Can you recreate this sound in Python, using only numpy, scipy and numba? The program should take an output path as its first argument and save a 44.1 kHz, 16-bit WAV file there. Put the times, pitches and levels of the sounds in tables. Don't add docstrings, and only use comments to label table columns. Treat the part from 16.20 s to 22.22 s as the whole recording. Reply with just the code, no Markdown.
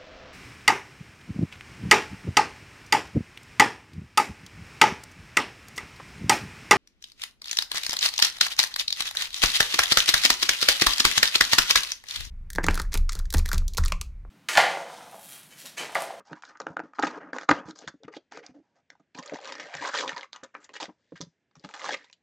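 import sys
import numpy as np
from scipy import signal
from scipy.fft import rfft, irfft, next_fast_len
from scipy.io import wavfile
from scipy.ndimage import uniform_filter1d, map_coordinates
from numba import njit

SR = 44100
rng = np.random.default_rng(int(sys.argv[2]) if len(sys.argv) > 2 else 0)


def store_pcm(level_fs):
    pcm = np.round(np.clip(level_fs, -1, 1) * 32767).astype(np.int16)
    wavfile.write(sys.argv[1], SR, np.atleast_2d(pcm).T)


N = 265482
TIME = np.arange(N) / SR


def cardboard():
    return rubs() + card_squeaks() + card_snaps()


# start_s, level_db, bass_db, treble_db, ring_hz, slip_ms
CARD_SNAPS = [(0.1307, -33, -17, -14.5, 870, 2.2), (0.1694, -48, -26, -31, 980, 7.7),
              (0.2233, -44.5, -31, -1.5, 1390, 1.6), (0.2357, -37, -31, -35, 1370, 3.8),
              (0.252, -47, -25, 11, 1870, 1.5), (0.3525, -46.5, -20, -34, 1220, 12.5),
              (0.3724, -49.5, -23, -4, 1470, 1.1), (0.4016, -30, -10.5, -4, 1180, 2.9),
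              (0.4069, -34, 3, -26, 900, 4.3), (0.4172, -40, -23, -3, 1110, 1.3),
              (0.4675, -25, -6, -23, 1370, 1.8), (0.5686, -21.5, -9.5, -25, 1410, 1.34),
              (0.5938, -28.5, -3, -22, 1350, 0.5), (0.6005, -27.5, 0, -21, 1460, 2.4),
              (0.7343, -44, -19, -23, 1260, 3.3), (0.786, -31, -5, -19, 1274, 1.6),
              (0.7909, -21, -45, -37, 1266, 0.32), (0.7939, -21.5, 11, -1.5, 940, 5.8),
              (0.8249, -24, -30, -7.5, 1780, 9.6), (0.8355, -16.5, -2.5, -35, 1100, 2.8),
              (0.8687, -27, -5.5, -6.5, 2410, 11.6), (1.1317, -27, -6, -15.5, 1700, 3.8),
              (1.1641, -32, 3.5, -5.5, 1597, 2.2), (1.1848, -27.5, -18, -10, 1690, 1.5),
              (1.2117, -37.5, -7, -5, 1390, 1.9), (1.2214, -38.5, -13, -13, 1260, 1.2),
              (1.2329, -37.5, -4.5, -6, 1326, 1.7), (1.2897, -11.5, -14.5, -14, 1230, 2),
              (1.292, -7, -12, -18.5, 1236, 3), (1.2955, -19, 1.5, -8, 2250, 1.3),
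              (1.3055, -22, 5, -1, 1360, 9.5), (1.3122, -9, -3, -14.5, 1860, 2.6),
              (1.3142, -13.5, -13, -22, 1089, 3.9), (1.486, -49, -3, 1, 1300, 5.6),
              (1.509, -43.5, -14, 20, 1260, 2.5), (1.559, -49, -6, 1, 5800, 3.5),
              (1.5885, -42, -5, 16, 6490, 3.4), (1.622, -48, 6.5, -5.5, 1050, 3.6),
              (1.641, -57, 16, 2, 3300, 4.4), (1.6765, -30.5, -17.5, -3.5, 1710, 3.4),
              (1.6816, -35.5, -37, -2.5, 1560, 6.6), (1.8344, -45, 13, 14, 3490, 0.97),
              (1.8802, -38, 1, -17.5, 457, 10.1), (1.9384, -42, -21, -21.5, 2350, 3.6),
              (1.9684, -46.5, -5.5, 13, 4500, 1.07), (2.1215, -40, -5.5, -3.5, 935, 2.3),
              (2.173, -37.5, 0.5, -3, 497, 4.3), (2.2641, -41, -14.5, 29, 5100, 2.16),
              (2.7021, -41.5, -18.5, -2, 1890, 2.6), (2.752, -56.5, -7, -16, 900, 8),
              (2.797, -60, 8.5, -4.5, 1297, 14.3)]


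def card_snaps():
    return snaps(CARD_SNAPS, box, rough=0.12, ring_q=5, ring_db=8, bass_db=1.5, treble_db=-2,
                 after_db=-23, after_ms=14, after_per_s=770, facet_db=0)


# start_s, length_s, level_db, swell_db, bass_db, treble_db, ring_hz
RUB_STROKES = [(0.0, 0.024, -39.5, -33.5, -1.5, -23, 1340), (0.045, 0.039, -66, 11, -18, -5, 850),
               (0.09, 0.037, -58.5, 12, -2, -15, 950), (0.15, 0.061, -48, -18, -21, -12, 1000),
               (0.222, 0.074, -59.5, 6, -12, -4.5, 1330), (0.29, 0.1, -48, -23, -13, -17, 1090),
               (0.405, 0.069, -57.5, -9.5, 8, -19, 1100), (0.475, 0.07, -51, -13, 10, -12.5, 1050),
               (0.631, 0.1, -51, -26, 4, -17, 1160), (0.745, 0.038, -51.5, -5.5, -22, -9, 1350),
               (0.8, 0.052, -50, 19.5, -8.5, -14, 1180), (0.835, 0.079, -36.5, -12.5, -2, -8, 2440),
               (0.89, 0.096, -44.5, 2.5, -2.5, -20, 1140), (1.0, 0.11, -45, -9.5, 0.5, -28, 1360),
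               (1.135, 0.037, -40, 1, -1.5, -13, 1060), (1.18, 0.064, -50.5, 2, -10, -9, 1330),
               (1.315, 0.17, -34.5, -24, 0.5, -30, 1250), (1.32, 0.079, -41, -11, -17, -7.5, 3396),
               (1.45, 0.059, -59.5, 15, -14, -6, 1200), (1.55, 0.065, -62, 1, -4, 6.5, 790),
               (1.615, 0.052, -51, -14, -7, -5, 2760), (1.672, 0.026, -44.5, -17, 3.5, 3.5, 1580),
               (1.835, 0.015, -54.5, 0.5, -10.5, -12.5, 2960), (1.917, 0.055, -61, 9, -5.5, 1, 2597),
               (2.11, 0.089, -49.5, -2.5, -7, -8, 2300), (2.225, 0.086, -50.5, -14.5, -8.5, -10.5, 2500),
               (2.34, 0.064, -66.5, -13.5, 12.5, -7.5, 700), (2.42, 0.13, -79.5, -5, -0.5, -8.5, 900),
               (2.55, 0.055, -67.5, -8, -2.5, -8, 791), (2.712, 0.023, -62, -2.5, -3.5, -13, 1700),
               (4.14, 0.085, -45, -21.5, -17, -15.5, 944), (4.338, 0.019, -44.5, -4, -10, -19.5, 1990),
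               (4.358, 0.074, -53, -19, -1.5, -15, 1473), (5.755, 0.089, -62, -16, 5.5, -16, 555)]
# frequency_hz, level_db (relative)
RUB_SPECTRUM = [(29, -58), (50, -32), (132, -26.5), (203, -7), (299, -2.5), (423, -8.5), (524, -3),
                (584, -5), (843, -7.5), (1100, -3.5), (1440, -1.5), (1850, -4), (2300, -7.5), (3070, -13.5),
                (3800, -18.5), (4900, -14.5), (6540, -23.5), (7940, -31), (8650, -41), (11200, -78),
                (19000, -120)]


def rubs():
    fibres = grains(per_s=3400, spread_db=0.5, even_s=0.0061)
    catches = grains(per_s=260, spread_db=2, even_s=0.02)
    slips = rms_one(fibres) + from_db(-3) * rms_one(catches)
    slips = facets(slips, q=3.4, patchy_db=3.5, change_rate=60)
    slips = pocket(slips, gap_ms=1.3, wander=0.3, change_rate=25, echo_db=-8)
    slips = rms_one(colour(slips, RUB_SPECTRUM))

    hollow = box(grains(per_s=1500, spread_db=3, even_s=0.006))
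    hollow = rms_one(butter(hollow, 1900, "low", order=4))

    gloss = grains(per_s=240, spread_db=2.5, even_s=0.02)
    for _ in range(2):
        gloss = resonance(gloss, hz=6000, width_hz=2600)

    friction = slips + from_db(-2.5) * hollow + from_db(-15) * rms_one(gloss)
    rubbed = strokes(RUB_STROKES, friction, attack_s=0.005, release_s=0.006,
                     ring_db=-2, ring_q=4, ring_rise=0.25)
    return from_db(-2.5) * rubbed


# start_s, length_s, pitch_hz, rise_hz, level_db
SQUEAKS = [(1.015, 0.076, 254, 34.7, -57.5), (1.801, 0.027, 380, 132, -59.5),
           (1.88, 0.04, 385.1, 49.7, -56.5), (1.929, 0.02, 810, 27, -48), (2.131, 0.102, 440, 90.5, -53.5),
           (2.229, 0.08, 707, 23.2, -59.5), (2.342, 0.066, 268, 50.3, -57.5)]


def card_squeaks(wander=0.075, flutter_db=6.5, flutter_rate=200):
    out = np.zeros(N)
    waver = 1 + wander * drift(flutter_rate)
    for start_s, length_s, pitch_hz, rise_hz, level_db in SQUEAKS:
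        t = TIME - start_s
        pitch = (pitch_hz + rise_hz * np.clip(t / length_s, 0, 1)) * waver
        tone = np.sin(2 * np.pi * np.cumsum(pitch) / SR)
        out += from_db(level_db) * envelope(t, length_s, attack_s=0.0048, release_s=0.0037) * tone
    return out * from_db(flutter_db * drift(flutter_rate))


# frequency_hz, width_hz, level_db (relative)
BOX_MODES = [(160, 22, -14.5), (315, 97, 1), (540, 92, 3), (673, 86, 8.5), (900, 170, 12.5),
             (1230, 240, 11), (1442, 200, 15), (2010, 857, 5.5), (2300, 290, -8.5), (3240, 300, -33.5),
             (5000, 170, -24), (5300, 700, -28.5), (7100, 1400, -13)]


def box(force):
    grid = np.geomspace(30, 20000, 300)
    response = 0
    for k, (hz, width_hz, level_db) in enumerate(BOX_MODES):
        detuning = (grid ** 2 - hz ** 2) / (grid * width_hz)
        response = response + (-1) ** k * from_db(level_db) / (1 + 1j * detuning)
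    return colour(force, np.transpose([grid, 20 * np.log10(np.abs(response))]))


def foil_packs():
    return foil_rustle() + foil_buckles()


# frequency_hz, level_db (relative)
FOIL_SPECTRUM = [(35, -63), (60, -38.5), (150, -25), (220, -11.5), (330, -5), (451, -3.5), (540, 3),
                 (680, -2.5), (974, 4.5), (1250, 0), (1820, 2), (2290, -1.5), (2600, -3.5), (3600, -13.5),
                 (4730, -16.5), (6300, -19.5), (7400, -20.5), (8650, -31.5), (11200, -84), (19000, -120)]
# start_s, length_s, level_db, swell_db, bass_db, treble_db, ring_hz
TUGS = [(2.947, 0.051, -55, 11, 2.5, -5, 970), (3.02, 0.15, -55, 11.5, -2.5, -9.5, 606),
        (3.135, 0.034, -39.5, -11.5, -23, -2, 5360), (3.2, 0.1, -49, 10.5, -5, -6.5, 525),
        (3.29, 0.18, -51.5, 8, -2, -6.5, 1900), (3.475, 0.073, -47.5, 9, -17, -12, 650),
        (3.53, 0.029, -49, -3, -15, -4, 1900), (3.56, 0.071, -43, 4.5, -12.5, -8.5, 1700),
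        (3.605, 0.039, -43, 15, -10.5, -11.5, 1010), (3.65, 0.041, -34, 3, -11.5, -4, 1040),
        (3.705, 0.05, -45, 16.5, -25, -8, 1400), (3.735, 0.075, -41.5, 10.5, -4.5, 1.5, 1870),
        (3.82, 0.06, -36, -8, 4, -5, 980), (3.872, 0.027, -39.5, -0.5, -4.5, -7.5, 1750),
        (3.9, 0.091, -43, -5, -18, -9.5, 980), (3.961, 0.039, -42, -1, -7, -13, 970),
        (4.02, 0.025, -41.5, -2, -11.5, -12, 1110), (4.13, 0.31, -60.5, -29.5, -16, -14.5, 2970),
        (4.232, 0.015, -44.5, -2.5, 1.5, -10, 1400), (4.4, 0.055, -62.5, 7, -9, -3.5, 7100),
        (4.49, 0.035, -59.5, -12, 12, -1.5, 2320), (4.53, 0.035, -57.5, 19.5, -10, -1.5, 1760),
        (4.6, 0.044, -31, -8.5, -10, -2.5, 900), (4.685, 0.016, -53.5, -1, 0, -34.5, 815),
        (4.78, 0.24, -84.5, 8, -1.5, 4.5, 1950), (4.955, 0.037, -45, -16, -19, -5, 1684),
        (5.01, 0.039, -46.5, -22, 3.5, 8, 4900), (5.36, 0.15, -81.5, 13, 10, 5, 1947),
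        (5.438, 0.0099, -41, -0.5, -10, -5, 820), (5.495, 0.12, -54.5, 1, -16, -6, 1050),
        (5.54, 0.041, -43, -7, -11, -4, 795), (5.595, 0.066, -49, 16, -6.5, -4, 1070),
        (5.668, 0.069, -40.5, 5, -0.5, 0, 2000), (5.76, 0.13, -47.5, -17.5, -19, -6.5, 2170)]


def foil_rustle():
    creases = grains(per_s=650, spread_db=2.3, even_s=0.014)
    creases = facets(creases, q=7, patchy_db=5, change_rate=130)
    sliding = grains(per_s=4000, spread_db=1.5, even_s=0.0098)
    sliding = facets(sliding, q=3.4, patchy_db=3, change_rate=60)
    ticks = crackle(per_s=330, spread_db=1.5, q=6)
    sheet = rms_one(creases) + from_db(-4) * rms_one(sliding)
    sheet = pocket(sheet, gap_ms=1.4, wander=0.35, change_rate=30, echo_db=-7)
    crinkle = colour(rms_one(sheet) + from_db(-4) * ticks, FOIL_SPECTRUM)
    tugs = strokes(TUGS, crinkle, attack_s=0.0026, release_s=0.01, ring_db=0, ring_q=6, ring_rise=0.12)
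    return from_db(-4.5) * tugs


# start_s, level_db, treble_db, ring_hz, slip_ms
FOIL_SNAPS = [(2.9481, -38, -0.5, 417, 6.5), (2.976, -38, 1, 1000, 11), (2.9868, -31, 3, 1720, 9.5),
              (3.0272, -37, 6, 4900, 1.8), (3.0345, -36.5, -4, 2010, 2.3), (3.0595, -34.5, 5.5, 6900, 7),
              (3.077, -35.5, 21, 4230, 1.4), (3.0961, -31, -8, 2020, 4.1), (3.1035, -52, -14, 2000, 1.2),
              (3.1213, -43, -23, 654, 4), (3.187, -33.5, -11, 750, 6.6), (3.246, -31.5, -1, 4600, 1.1),
              (3.2551, -29.5, 4, 4000, 2), (3.275, -30.5, 5, 1000, 1.3), (3.341, -34.5, -10, 5000, 1),
              (3.3227, -25, 1, 5130, 0.42), (3.353, -29, -0.5, 5340, 1.7), (3.382, -35, -2, 1900, 1.8),
              (3.3978, -26, -2, 1970, 21), (3.4284, -38, 2, 2500, 2.1), (3.496, -45, 0, 2230, 1),
              (3.5401, -25, -7, 2440, 4.4), (3.5515, -24, -2, 1780, 0.54), (3.5688, -32.5, 4, 2120, 3),
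              (3.6501, -20.5, -16, 1570, 3.4), (3.6774, -25, -13, 1450, 1.5),
              (3.692, -23.5, -18, 1360, 5.3), (3.736, -24, -12, 1600, 3.9), (3.748, -18, -11, 990, 1.4),
              (3.7754, -20, 8, 2000, 2.4), (3.7869, -17.5, 2.5, 3750, 8.7), (3.809, -24.5, -17, 4170, 2.8),
              (3.8365, -20, -26, 1000, 1.5), (3.878, -21.5, 4, 3570, 4.3), (3.8928, -19.5, -2.5, 1810, 2.7),
              (3.92, -25.5, -34, 1380, 1), (3.931, -31, -9, 2180, 0.9), (3.964, -31.5, 3, 4300, 2.5),
              (3.9696, -24, -15, 980, 4.4), (3.9794, -26.5, 4, 4500, 1.1), (3.992, -44, -3, 4300, 1),
              (4.0102, -31, 5, 3110, 0.5), (4.0308, -29, -6.5, 2120, 2.9),
              (4.1309, -27.5, 10.5, 4000, 0.21), (4.1613, -33.5, 4, 1100, 0.57),
              (4.2331, -34, -23.5, 1330, 3.4), (4.246, -45, -2.5, 1470, 2), (4.235, -38, 23, 6900, 9.7),
              (4.3509, -25, -22.5, 1265, 0.32), (4.4434, -41, 22, 6860, 7.9),
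              (4.4926, -38, -10.5, 530, 0.22), (4.539, -34, 2, 6550, 1.5), (4.5646, -30.5, -22, 2940, 3),
              (4.601, -32.5, 3, 1900, 3.2), (4.6095, -29, -22, 925, 8.1), (4.629, -23.5, 4, 3460, 1.5),
              (4.655, -32.5, 2, 1990, 4.1), (5.008, -32.5, 7.5, 1100, 0.66), (5.0132, -25, 13.5, 5730, 1.1),
              (5.025, -49.5, 16.5, 4920, 0.77), (5.312, -60, -2.5, 1300, 4.7),
              (5.3542, -44.5, 1.5, 1160, 8.7), (5.367, -54.5, 6.5, 6500, 2.1),
              (5.396, -47.5, 24, 5000, 1.1), (5.4471, -34, -2.5, 1170, 4.4), (5.49, -35.5, -4, 1320, 2),
              (5.5115, -41, -6, 6000, 0.72), (5.539, -30, -0.5, 1580, 8), (5.5948, -31.5, -4, 1900, 3),
              (5.617, -29.5, -8, 3460, 1.8), (5.643, -21.5, -9, 1110, 4.8), (5.66, -26.5, -14, 1200, 3.1),
              (5.6916, -16, -13, 760, 0.28), (5.7317, -25, -1, 2180, 6.4), (5.741, -20.5, -4.5, 2214, 8.9),
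              (5.844, -44, 6, 3810, 1.7), (5.899, -46.5, -3, 2300, 1.6), (5.912, -56.5, 15.5, 6000, 0.9),
              (5.9286, -39.5, 16, 3000, 0.83)]


def foil_buckles():
    bass_db = -10
    rows = [(start_s, level_db, bass_db, treble_db, ring_hz, slip_ms)
            for start_s, level_db, treble_db, ring_hz, slip_ms in FOIL_SNAPS]
    buckles = snaps(rows, lambda force: colour(force, FOIL_SPECTRUM), rough=0.055, ring_q=4.6,
                    ring_db=20, bass_db=-3.5, treble_db=-3, after_db=-8, after_ms=7.5,
                    after_per_s=1700, facet_db=10.5)
    return from_db(-7) * buckles


# start_s, peak_db, pitch_hz, t60_s
BUMPS_AND_KNOCKS = [(0.112, -32.5, 309, 0.12), (0.5, -34, 172, 0.022), (0.633, -37, 303, 0.075),
                    (1.289, -24.5, 140.4, 0.12), (1.453, -39.5, 136, 0.067), (1.482, -30.5, 315, 0.092),
                    (1.527, -43.5, 310, 0.06), (1.594, -47, 450, 0.04), (1.613, -38, 820, 0.034),
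                    (1.639, -36.5, 457, 0.039), (1.667, -42.5, 150, 0.074), (1.74, -38.5, 290, 0.04),
                    (1.846, -36, 203, 0.051), (1.878, -33.5, 340, 0.018), (1.965, -27.5, 583, 0.03),
                    (2.29, -41, 260, 0.15), (2.8, -54, 260, 0.028), (2.95, -38, 260, 0.045),
                    (2.986, -31, 251, 0.047), (3.12, -23, 617, 0.027), (3.134, -18, 540, 0.019),
                    (3.134, -38, 235, 0.06), (3.547, -42.5, 146, 0.17), (3.608, -39, 302, 0.049),
                    (3.927, -44.5, 160, 0.052), (4.23, -36.5, 274, 0.014), (4.62, -32, 333, 0.057),
                    (4.682, -36.5, 311, 0.061), (4.691, -34, 750, 0.025), (4.92, -29.5, 497, 0.03),
                    (4.932, -40.5, 175, 0.097), (5.004, -26, 311, 0.018), (5.021, -33, 172, 0.048),
                    (5.067, -45, 160, 0.06), (5.365, -46, 163.2, 0.099), (5.44, -34, 203, 0.08)]


def bumps_and_knocks(contact_s=0.002, puff_db=-2.5, size=12000):
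    thud_hz, thud_db = 59.74, -2
    out = np.zeros(N)
    t = np.arange(size) / SR
    noises = rng.standard_normal((len(BUMPS_AND_KNOCKS), size))
    for (start_s, peak_db, hz, t60_s), noise in zip(BUMPS_AND_KNOCKS, noises):
        ring = np.sin(2 * np.pi * hz * t)
        puff = from_db(puff_db) * rms_one(butter(noise, [hz * 0.51, hz * 1.19], "band"))
        thud = from_db(thud_db) * (thud_hz / hz) ** 2 * np.sin(2 * np.pi * thud_hz * t)
        onset = 1 - np.exp(-(t / contact_s) ** 2)
        bump = (ring + puff + thud) * onset * from_db(-60 * t / t60_s)
        add(out, start_s, from_db(peak_db) * bump / np.abs(bump).max())
    return from_db(-5) * out


# delay_ms, level_db (relative to the direct sound)
ECHOES = [(1.05, -38), (2.4, -18), (3.25, -25.5), (3.8, -25.5), (7.2, -18)]


def desk(x):
    out = x + from_db(-5) * resonance(x, hz=160, width_hz=45)
    for delay_ms, level_db in ECHOES:
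        add(out, delay_ms / 1000, from_db(level_db) * x)
    return out


# frequency_hz, level_db, t60_s
ROOM = [(100, 12.5, 0.048), (260, 7.5, 0.073), (700, -7, 0.15), (1930, 0, 0.14), (4500, -6.5, 0.1),
        (8280, -27, 0.52)]


def room(x, wet_db=-34, build_s=0.00031, end_s=0.3, size=20000):
    t = np.arange(size) / SR
    edges = 60 * 2 ** np.arange(9)
    hz, db, t60_s = np.transpose(ROOM)
    tail = 0
    for low, high, noise in zip(edges, edges[1:], rng.standard_normal((8, size))):
        centre = np.log(low * high) / 2
        fall_db = np.interp(centre, np.log(hz), db) - 60 * t / np.interp(centre, np.log(hz), t60_s)
        tail = tail + butter(noise, [low, high], "band") * from_db(fall_db)
    tail = tail * (1 - np.exp(-t / build_s)) * np.exp(-(t / end_s) ** 4)
    return from_db(wet_db) * signal.fftconvolve(x, tail)[:N]


# frequency_hz, level_db (relative)
AIR_SPECTRUM = [(24, -40), (40, -8.5), (198, 0), (556, -8.5), (636, -9), (1250, -20.5), (1670, -10.5),
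                (3210, -19), (4510, -25.5), (8650, -27.5), (11200, -56), (19000, -120)]


def air():
    return from_db(-79) * rms_one(colour(rng.standard_normal(N), AIR_SPECTRUM))


# frequency_hz, level_db
PORTS = [(60, -17.5), (250, -17), (1000, -17), (2000, -29.5), (4000, -11), (8000, -18.5)]


def ports(mid):
    side = from_db(2.5) * colour(mid * np.tanh(drift(110)), PORTS)
    return np.array([mid + side, mid - side])


def snaps(table, body, rough, ring_q, ring_db, bass_db, treble_db,
          after_db, after_ms, after_per_s, facet_db, size=4096):
    lead = size // 8
    out = np.zeros(N)
    ms = 1000 * (np.arange(size) - lead) / SR
    noises = rng.standard_normal((len(table), size))
    luck = rng.random((len(table), size))
    facet_hz = 900 * 2 ** rng.uniform(0, 3, (len(table), 4))
    for row, noise, dice, pitches in zip(table, noises, luck, facet_hz):
        start_s, level_db, bass, treble, hz, slip_ms = row
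        micro_slips = (ms > 0) * rough * noise * np.abs(noise) * np.exp(-(ms / slip_ms) ** 2)
        release = (ms == 0) + micro_slips
        creep = from_db(-34) * (ms < 0) * noise * np.exp(-np.abs(ms) / 2.5)
        gives_way = (ms > 0) * (dice < after_per_s / SR)
        settling = gives_way * np.tanh(noise) * np.exp(-np.abs(ms) / after_ms)
        settling = from_db(after_db) * np.sqrt(np.sum(release ** 2)) * settling
        sound = body(creep + release + settling)

        panel = from_db(ring_db) * resonance(sound, hz, hz / ring_q)
        around = from_db(facet_db) * sum(resonance(sound, pitch, pitch / 12) for pitch in pitches)
        low, middle, high = registers(sound + panel + around)
        snap = from_db(bass + bass_db) * low + middle + from_db(treble + treble_db) * high
        loudest = np.sqrt(uniform_filter1d(snap ** 2, size=88).max())
        add(out, start_s - lead / SR, from_db(level_db) * snap / loudest)
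    return out


def strokes(table, friction, attack_s, release_s, ring_db, ring_q, ring_rise):
    out = np.zeros(N)
    waver = np.exp(0.088 * drift(45))
    for start_s, length_s, level_db, swell_db, bass_db, treble_db, hz in table:
        span = slice(int(start_s * SR), int((start_s + length_s + 0.07) * SR))
        t = TIME[span] - start_s
        progress = np.clip(t / length_s, 0, 1)
        pitch = hz * waver[span] * np.exp(ring_rise * np.tanh(swell_db / 10) * (progress - 0.5))
        ring = from_db(ring_db) * sliding_resonance(friction[span], pitch, float(ring_q))
        low, middle, high = registers(friction[span] + ring)
        pressure = from_db(level_db + swell_db * progress) * envelope(t, length_s, attack_s, release_s)
        out[span] += pressure * (from_db(bass_db) * low + middle + from_db(treble_db) * high)
    return out


def grains(per_s, spread_db, even_s):
    sizes = from_db(spread_db * np.minimum(rng.exponential(1, N), 4)) * rng.choice([-1, 1], N)
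    clicks = sizes * (rng.random(N) < per_s / SR)
    power = uniform_filter1d(clicks ** 2, int(even_s * SR))
    return clicks / np.sqrt(np.abs(power) + np.mean(power) / 20)


def crackle(per_s, spread_db, q, count=12):
    clicks = grains(per_s, spread_db, even_s=0.022)
    dealt = rng.integers(0, count, N)
    rings = 0
    for k, hz in enumerate(np.geomspace(1200, 7000, count)):
        rings = rings + rms_one(resonance(clicks * (dealt == k), hz, hz / q))
    return rms_one(rms_one(rings) + rms_one(clicks))


def facets(clicks, q, patchy_db, change_rate, count=26):
    out = 0
    for hz in np.geomspace(70, 8500, count):
        out = out + from_db(patchy_db * drift(change_rate)) * resonance(clicks, hz, hz / q)
    return out


def pocket(x, gap_ms, wander, change_rate, echo_db):
    at = np.arange(N)
    lag = gap_ms / 1000 * SR * np.exp(wander * drift(change_rate))
    once = map_coordinates(x, [at - lag], order=3)
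    twice = map_coordinates(once, [at - lag], order=3)
    return x + from_db(echo_db) * once + from_db(2 * echo_db) * twice


def envelope(t, length_s, attack_s, release_s):
    t = np.maximum(t, 0)
    return (1 - np.exp(-(t / attack_s) ** 2)) * np.exp(-np.clip((t - length_s) / release_s, 0, 20))


def drift(rate):
    knots = rng.standard_normal(2048)
    return rms_one(np.interp(TIME * rate, np.arange(len(knots)), knots))


def resonance(x, hz, width_hz):
    r = np.exp(-np.pi * width_hz / SR)
    poles = [1, -2 * r * np.cos(2 * np.pi * hz / SR), r * r]
    return signal.lfilter([(1 - r * r) / 2, 0, (r * r - 1) / 2], poles, x + 1e-18)


@njit
def sliding_resonance(x, hz, q):
    out, band, low = np.zeros(len(x)), 0., 0.
    for i in range(len(x)):
        g = np.tan(np.pi * min(hz[i], SR / 3) / SR)
        out[i] = (band + g * (x[i] - low)) / (1 + g * (g + 1 / q))
        band, low = 2 * out[i] - band, low + 2 * g * out[i]
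    return out


def registers(x):
    bass = signal.sosfiltfilt(signal.butter(3, 600, "low", fs=SR, output="sos"), x + 1e-18)
    treble = signal.sosfiltfilt(signal.butter(6, 3300, "high", fs=SR, output="sos"), x + 1e-18)
    return [rms_one(bass), rms_one(x - bass - treble), rms_one(treble)]


def colour(x, spectrum):
    size = next_fast_len(len(x) + 2048) * 2
    hz, db = np.transpose(spectrum)
    grid = np.maximum(np.fft.rfftfreq(size, 1 / SR), 1)
    cepstrum = irfft(np.log(from_db(np.interp(np.log(grid), np.log(hz), db))))
    cepstrum[1:size // 2] *= 2
    cepstrum[size // 2 + 1:] = 0
    return irfft(rfft(x, size) * np.exp(rfft(cepstrum)))[:len(x)]


def butter(x, hz, kind, order=2):
    return signal.sosfilt(signal.butter(order, hz, kind, fs=SR, output="sos"), x + 1e-18)


def from_db(db):
    return 10 ** (np.asarray(db) / 20)


def rms_one(x):
    return x / np.sqrt(np.mean(x ** 2) + 1e-20)


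def add(track, start_s, sound):
    start = int(np.clip(round(start_s * SR), 0, N - 1))
    track[start:start + len(sound)] += sound[:N - start]


def scene():
    direct = cardboard() + foil_packs() + bumps_and_knocks()
    return ports(desk(direct) + room(direct) + air())


def record(dry):
    headroom = 0.7
    rounded = headroom * np.tanh(dry / headroom)
    without_bass = butter(rounded, 62, "high", order=4)
    passband = butter(without_bass, 7570, "low", order=6)
    return signal.sosfilt(signal.cheby1(10, 0.2, 8700, fs=SR, output="sos"), passband)


dry = scene()
out = record(dry)
store_pcm(out)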